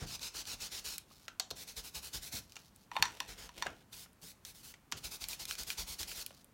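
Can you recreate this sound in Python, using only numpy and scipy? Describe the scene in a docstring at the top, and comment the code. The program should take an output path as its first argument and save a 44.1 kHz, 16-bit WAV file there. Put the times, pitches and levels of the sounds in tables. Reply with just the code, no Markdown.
"""A foam blending tool rasps over the edges of a small piece of paper: single wipes, then quick scrubs.
As it works, the paper's edge flicks free and the craft table rumbles under the hand.
About three seconds in, the plastic ink pad is grabbed, dabbed and put down, its case knocking.
Fingers then slide the paper round, and a second spell of back-and-forth scrubbing ends the scene.
One microphone overhead hears it all in a small quiet room."""
import sys
import numpy as np
from scipy import signal
from scipy.fft import rfft, irfft
from scipy.io import wavfile

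SR = 44100
rng = np.random.default_rng(int(sys.argv[2]) if len(sys.argv) > 2 else 0)


def wrap_up_sound(samples):
    """Save the sound to the file named by the first command line argument, as 16-bit audio."""
    columns = np.atleast_2d(samples).T
    # keep every value between -1 and 1, then stretch to whole-number steps
    tamed = np.clip(columns, -1, 1)
    steps = np.round(tamed * 32767).astype(np.int16)
    wavfile.write(sys.argv[1], SR, steps)


N = 287973
TIME = np.arange(N) / SR
# how strong each pitch is in rubbed paper: pitch_hz, level_db
PAPER_COLOUR = [(150, -31), (420, -7), (620, -10), (850, -6.5), (1200, -11), (1900, -9), (2600, -4.5),
                (3300, -2), (4200, 3.5), (6300, -0.2), (7800, -5), (11000, -6), (16000, -8)]


def rubbing():
    """Each stroke rasps on the paper and shakes the table; in the turns a light, duller touch stays."""
    # the treble opens up over the first spell: time_s, level_db
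    treble_curve = [(0, -6), (.75, -5), (.95, -1.7), (2.3, -0.5), (3.3, -1.5), (5, -1)]
    # the table's rumble: pitch_hz, level_db
    rumble_colour = [(30, -6), (55, 6.5), (78, 5), (105, -4), (170, -0.5), (260, -15), (450, -16.5),
                     (900, -14), (3000, -68)]
    body, rasp, air, shake = np.zeros((4, N))
    for start, end, db, swell_db, body_db, air_db, rumble_db in strokes():
        level = from_db(db) * stroke_shape(start, end, swell_db, rise_s=0.0066, fall_s=0.0099)
        touch = from_db(db - 23) * stroke_shape(start - .028, end + .066, 0, rise_s=.018, fall_s=.0085)
        rasp += level + touch
        body += (level + touch * 2) * from_db(body_db)
        air += (level + touch) * from_db(air_db)
        # the table shakes most early in the stroke, as the hand bears down
        shake += from_db(db + rumble_db) * stroke_shape(start + .006, end, -8, rise_s=.008, fall_s=.016)
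    fibres = friction(per_s=40000, spread_db=1.1, rough_db=1)
    snags = friction(per_s=900, spread_db=1.2, rough_db=2)  # the cut edge catches
    scrape = coloured(hand_echo(fibres + from_db(-12) * snags), PAPER_COLOUR)
    low, middle, top = map(unit_rms, split(scrape, [2500, 8000]))
    treble = from_db(np.interp(TIME, *np.transpose(treble_curve)))
    paper = body * low + rasp * middle + air * treble * top
    return paper + shake * coloured(rng.standard_normal(N), rumble_colour)


def strokes():
    """Every stroke of foam or finger: start_s, end_s, level_db, swell_db, body_db, air_db, rumble_db."""
    # quick scrubs, a push and a mostly lighter pull back: start_s, end_s, push_db, pull_db
    scrubs = [(1.769, 1.894, -43.5, -49), (1.948, 2.089, -43, -47.5), (2.135, 2.289, -42, -47.5),
              (5.042, 5.165, -42.5, -45.5), (5.21, 5.349, -45, -43.5), (5.397, 5.542, -45.5, -44),
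              (5.584, 5.736, -42.5, -44), (5.78, 5.947, -40.5, -44.5), (5.992, 6.14, -41, -46.5)]
    # single wipes of the foam along the edge: start_s, end_s, level_db, swell_db
    wipes = [(0.067, 0.161, -45, 8.5), (0.212, 0.286, -42, 5), (0.345, 0.421, -43, 0.5),
             (0.468, 0.546, -42.5, 3), (0.605, 0.676, -42, -2), (0.716, .803, -43.5, 0.5),
             (0.848, 0.963, -43.5, -6.5), (1.562, 1.638, -48.5, 5.5), (1.677, 1.726, -49, -8.5),
             (2.323, 2.392, -41.5, 2), (4.971, 4.986, -44.5, 1), (6.149, 6.228, -44.5, 6.5)]
    # the foam is pressed flat and twisted: start_s, end_s, level_db
    presses = [(0, .049, -49), (3.28, 3.339, -49), (3.38, 3.475, -51.5)]
    # fingers slide the paper round: start_s, end_s, level_db
    slides = [(3.925, 4.05, -52.5), (4.222, 4.322, -53.5), (4.456, 4.517, -53), (4.546, 4.62, -59.5),
              (4.633, 4.724, -54)]
    # each stroke's lows, highs and table shake, next to its rasp: body_db, air_db, rumble_db
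    push_grip = (-11, -4, -9.5)
    pull_grip = (-11.5, -1.6, -15.5)
    wipe_grip = (-11, -2.5, -17)
    press_grip = (-5, -6, -7)
    slide_grip = (-11, 0.13, -12.5)
    push_ends, pull_starts = 0.33, 0.57  # shares of a scrub's length
    push_swell_db, pull_swell_db, coast_db = -8, 0.5, -1.5  # level change from start to end
    for start, end, push_db, pull_db in scrubs:
        yield start, start + push_ends * (end - start), push_db, push_swell_db, *push_grip
        yield start + pull_starts * (end - start), end, pull_db, pull_swell_db, *pull_grip
    for wipe in wipes:
        yield *wipe, *wipe_grip
    for press in presses:
        yield *press, coast_db, *press_grip
    for slide in slides:
        yield *slide, coast_db, *slide_grip


def stroke_shape(start, end, swell_db, rise_s, fall_s):
    """The hand speeds up, crosses the paper with changing pressure and slows to turn."""
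    speed = (1 + np.tanh((TIME - start) / rise_s)) * (1 + np.tanh((end - TIME) / fall_s)) / 4
    along = np.clip((TIME - start) / (end - start), 0, 1) - .5
    return speed * from_db(swell_db * along)


def friction(per_s, spread_db, rough_db):
    """Fibres catch and let go: many tiny clicks of uneven size, coming in clumps."""
    catches = rng.random(N) < per_s / SR
    sizes = from_db(spread_db * np.minimum(rng.exponential(1, N), 5)) * rng.standard_normal(N)
    return unit_rms(catches * sizes * from_db(rough_db * drift(400)))


def hand_echo(rasp):
    """The rasp bounces off the moving hand, so its colour shifts from stroke to stroke."""
    swing_octaves = 0.3 * drift(6.9)
    delay_s = 0.00065 * 2 ** swing_octaves
    return rasp + from_db(-10) * np.interp(TIME - delay_s, TIME, rasp)


def contacts():
    """All the sharp hits together: knocks, taps and flicks."""
    return pad_knocks() + table_taps() + paper_flicks()


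def pad_knocks():
    """The ink pad's plastic case is knocked and rings; harder knocks tend to be brighter."""
    # knocks on the case: start_s, level_db, brightest_hz
    knocks = [(2.9152, -38.5, 1200), (2.954, -40, 700), (2.9655, -27, 1220), (2.9878, -62, 810),
              (3.0248, -17.5, 3350), (3.0544, -34.5, 3050), (3.203, -30.5, 3130), (3.4916, -47.5, 2750),
              (3.6183, -48, 2600), (3.6238, -29, 2820)]
    # the case's ringing tones: pitch_hz, level_db, fade_s (time to fall 60 dB)
    case_tones = [(833, 5, 0.059), (894.4, 0, 0.13), (968, 8, 0.053), (1058, 3, 0.051), (1768, -11, 0.054),
                  (1860, 3, 0.022), (2020, -13, 0.026), (2470, 1.5, 0.012), (3623, 1, 0.039),
                  (4360, 5.5, 0.021), (5600, -7.5, 0.036), (5810, 4, 0.027)]
    out = np.zeros(N)
    for start, db, brightest_hz in knocks:
        band_db = hit_colour(db, brightest_hz, below_db=7.5, above_db=7, bass_db=-1, air_db=-4)
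        add(out, start, hit(band_db, case_tones, crack_s=0.015, ring_db=-10.5, low_cut_hz=740))
    return out


def table_taps():
    """Tool, fingers and ink pad land on the table with more click than tone."""
    # landings: start_s, level_db, brightest_hz, ring_hz
    taps = [(0.2298, -41.5, 4800, 4220), (0.3489, -49, 1000, 1640), (1.1112, -57, 1100, 1270),
            (1.281, -37.5, 2800, 1560), (1.3976, -28.5, 5100, 4350), (1.402, -45, 900, 765),
            (1.5050, -42, 5300, 4430), (1.5098, -37.5, 5300, 4250), (1.5124, -45.5, 800, 550),
            (2.557, -47.5, 3950, 3130), (2.5662, -41, 3040, 2790), (3.662, -38, 1030, 614),
            (3.6667, -28.5, 1450, 1640), (3.929, -47.5, 4300, 4140), (4.06, -57, 1620, 1400),
            (4.45, -42, 6030, 1950), (4.7398, -48, 2600, 2270), (4.9163, -45.5, 6100, 930),
            (4.922, -29.5, 3500, 922), (6.307, -51, 1230, 550)]
    # ringing of whatever lands: multiple_of_ring_hz, level_db, fade_s
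    tap_tones = [(1, 2, 0.027), (.87, -1.5, 0.022), (1.3, -4.5, 0.017)]
    out = np.zeros(N)
    for start, db, brightest_hz, ring_hz in taps:
        band_db = hit_colour(db, brightest_hz, below_db=9, above_db=9, bass_db=1, air_db=-1)
        tones = [(ring_hz * multiple, tone_db, fade_s) for multiple, tone_db, fade_s in tap_tones]
        add(out, start, hit(band_db, tones, crack_s=0.031, ring_db=-8, low_cut_hz=390))
    return out


def paper_flicks():
    """The paper's edge catches and springs free with a thin snap."""
    # flicks of the edge: start_s, level_db, brightest_hz
    flicks = [(0.194, -48.5, 4600), (0.454, -50, 5000), (0.9811, -35.5, 7900), (2.521, -53, 5000),
              (2.761, -56.5, 11000), (3.942, -53, 4220), (4.131, -65, 10200), (4.216, -62, 10100),
              (5.2405, -37, 4170), (5.2861, -36.5, 10400), (5.331, -39.5, 3250), (5.4536, -38, 6500),
              (5.5103, -34, 2840), (5.553, -43, 3750), (5.634, -41, 7000), (5.7028, -32, 2760),
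              (6.0307, -38.5, 4200), (6.1162, -47, 2000), (6.214, -52, 11000), (6.2632, -36, 8100),
              (6.4446, -54.5, 11900)]
    # ringing of the stiff paper: pitch_hz, level_db, fade_s
    paper_tones = [(2440, 3, 0.027), (3100, -9, 0.015), (8400, -24, 0.003)]
    out = np.zeros(N)
    for start, db, brightest_hz in flicks:
        band_db = hit_colour(db, brightest_hz, below_db=8, above_db=6, bass_db=-21, air_db=-1)
        add(out, start, hit(band_db, paper_tones, crack_s=0.0135, ring_db=-12.5, low_cut_hz=1000))
    return out


def hit_colour(db, brightest_hz, below_db, above_db, bass_db, air_db):
    """A hit's four band levels fall by below_db or above_db an octave away from its brightest pitch."""
    # the middle of each band: pitch_hz
    band_centres = [800, 2000, 5000, 11000]
    octaves = np.log2(np.array(band_centres) / brightest_hz)
    return db + np.minimum(below_db * octaves, -above_db * octaves) + [bass_db, 0, 0, air_db]


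def hit(band_db, tones, crack_s, ring_db, low_cut_hz):
    """A hit gives a short crack of noise and sets the object ringing, a little differently each time."""
    # where the four bands meet: pitch_hz
    band_edges = [1300, 3200, 7500]
    t, attack = TIME[:SR // 4], round(.008 * SR)
    hz, tone_db, fade_s = np.transpose(tones)[:, :, None]
    snap = from_db(2 - 60 * t / 0.0029)  # the first instant stands out
    crack = rng.standard_normal(len(t)) * (from_db(-60 * t / crack_s) + snap)
    strength = from_db(ring_db + tone_db + rng.normal(0, 4.1, hz.shape)) * rng.choice([-1, 1], hz.shape)
    ring = np.sum(strength * np.sin(2 * np.pi * hz * t) * from_db(-60 * t / fade_s), axis=0)
    bands = split(filtered(crack + ring, 2, low_cut_hz, "high"), band_edges)
    bands[-1] = filtered(bands[-1], 1, 9000, "low")
    return sum(from_db(db) * band / np.std(band[:attack]) for db, band in zip(band_db, bands))


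def table_bumps():
    """The heavy table answers a soft bump with a short dull thud."""
    # hands bump the table: start_s, level_db, fade_s
    bumps = [(0.016, -34, 0.15), (0.536, -40, 0.052), (1.513, -50, 0.34), (2.335, -39, 0.083),
             (2.577, -58.5, 0.12), (2.994, -42.5, 0.23), (3.666, -47.5, 0.2), (4.228, -50, 0.14),
             (4.924, -47.5, 0.32)]
    # the deep thud: pitch_hz, level_db
    thud_colour = [(30, -14.5), (70, 7), (200, 2.5), (290, -4), (600, -11.5), (1500, -19), (4000, -67)]
    level, t = np.zeros(N), TIME[:SR]
    for start, db, fade_s in bumps:
        add(level, start, from_db(db - 60 * t / fade_s) * (1 - np.exp(-t / 0.0035)))
    return level * coloured(rng.standard_normal(N), thud_colour)


def pad_drag():
    """The ink pad's hollow case stutters over the table cover, and is silent once let go."""
    # how loudly the hand drags it: time_s, level_db
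    drag_curve = [(2.9, -76.5), (2.93, -56.5), (2.985, -51), (3.02, -55), (3.17, -56.5), (3.52, -70.5),
                  (3.57, -51), (3.69, -62), (3.83, -71)]
    # the case's scrape: pitch_hz, level_db
    drag_colour = [(200, -5), (650, -5), (920, -13.5), (1300, -15.5), (2800, -7), (8000, -16.5),
                   (16000, -23.5)]
    held = (TIME > drag_curve[0][0]) & (TIME < drag_curve[-1][0])
    level = held * from_db(np.interp(TIME, *np.transpose(drag_curve)))
    return level * coloured(friction(per_s=3000, spread_db=2, rough_db=3), drag_colour)


def hand_rustle():
    """Skin brushes on paper with a faint crackle."""
    # the hands shift their grip: start_s, end_s, level_db
    rustles = [(1.103, 1.267, -61.5), (2.474, 2.687, -62), (2.756, 2.85, -65.5), (6.27, 6.419, -61.5)]
    level = sum(from_db(db) * stroke_shape(start, end, 0, rise_s=0.04, fall_s=0.0107)
                for start, end, db in rustles)
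    crackle = friction(per_s=2000, spread_db=2.5, rough_db=2.5) * from_db(2 * drift(60))
    return level * coloured(crackle, PAPER_COLOUR)


def room(rubs, tail_db, directions):
    """Rubs and hits echo off close surfaces; each direction feeds the tail its own colour of each hit."""
    # echoes from nearby surfaces: delay_s, level_db
    echoes = [(.0029, -24), (.0047, -25)]
    direct = rubs + contacts()
    out = direct.copy()
    for delay, db in echoes:
        add(out, delay, from_db(db) * direct)
    tails = sum(signal.oaconvolve(rubs + contacts(), room_tail())[:N] for _ in range(directions))
    return out + from_db(tail_db) * tails / np.sqrt(directions)


def room_tail():
    """Many echoes blur into a short ring that dies sooner in the treble."""
    # how long the room rings: pitch_hz, fade_s
    fade_times = [(100, 0.6), (1000, 0.28), (4000, 0.21), (8000, 0.23), (16000, 0.16)]
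    t, edges_hz = TIME[:SR // 2], [350, 700, 1400, 2800, 5600, 11200]
    centres_hz = np.append(edges_hz, 2 * edges_hz[-1]) / np.sqrt(2)
    bands = split(rng.standard_normal(len(t)), edges_hz)
    tail = sum(band * from_db(-60 * t / at_hz(fade_times, hz)) for band, hz in zip(bands, centres_hz))
    tail = filtered(tail * (1 - np.exp(-t / 0.0006)), 1, 7000, "low")
    return tail / np.linalg.norm(tail)


def room_hush():
    """The quiet room has a faint, steady, low noise."""
    # the background noise: pitch_hz, level_db
    hush_colour = [(30, 1), (75, 0.5), (110, 0.5), (200, 0.5), (400, -9.5), (750, -12.5), (950, -11.5),
                   (2000, -18), (4000, -23.5), (16000, -27.5)]
    return from_db(-65.5) * coloured(rng.standard_normal(N), hush_colour)


def from_db(db):
    """Turn decibels into a number to multiply by."""
    return 10 ** (np.asarray(db) / 20)


def unit_rms(x):
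    """Scale a sound so its average strength (rms) is 1."""
    return x / np.sqrt(np.mean(x ** 2) + 1e-20)


def at_hz(points, hz):
    """Read a table between its pitches, with octaves evenly spaced."""
    pitches, values = np.transpose(points)
    return np.interp(np.log(np.maximum(hz, 1)), np.log(pitches), values)


def coloured(x, colour):
    """Make each pitch as strong as a colour table says; the result has rms 1."""
    hz = np.arange(N // 2 + 1) * SR / N
    return unit_rms(irfft(rfft(x) * from_db(at_hz(colour, hz)), N))


def filtered(x, order, hz, keep):
    """Keep the lows, the highs or a band; a higher order cuts more steeply."""
    return signal.sosfilt(signal.butter(order, hz, keep, fs=SR, output="sos"), x)


def split(x, edges):
    """Cut a sound into bands at the given pitches."""
    middle = [("band", pair) for pair in zip(edges, edges[1:])]
    return [filtered(x, 3, hz, keep) for keep, hz in [("low", edges[0]), *middle, ("high", edges[-1])]]


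def drift(per_s):
    """A curve that glides to a new random value per_s times a second."""
    points = rng.standard_normal(8000)
    return unit_rms(np.interp(TIME * per_s, np.arange(len(points)), points))


def add(out, start_s, sound):
    """Mix a sound in at a given time."""
    i = max(round(start_s * SR), 0)
    out[i:i + len(sound)] += sound[:N - i]


def scene():
    """All the work on the table, heard through the room."""
    rubs = rubbing() + hand_rustle() + pad_drag() + table_bumps()
    hush = room_hush()
    return (from_db(-1.42) * room(rubs, tail_db=-12.5, directions=4) + hush)[None]


def record(dry):
    """The microphone drops the deepest bass, and the highest treble is cut steeply."""
    low_cut_hz, high_cut_hz = 33, 16050
    heard = filtered(dry, 4, low_cut_hz, "high")
    return signal.sosfilt(signal.ellip(12, .1, 70, high_cut_hz, fs=SR, output="sos"), heard)


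dry = scene()
out = record(dry)
wrap_up_sound(out)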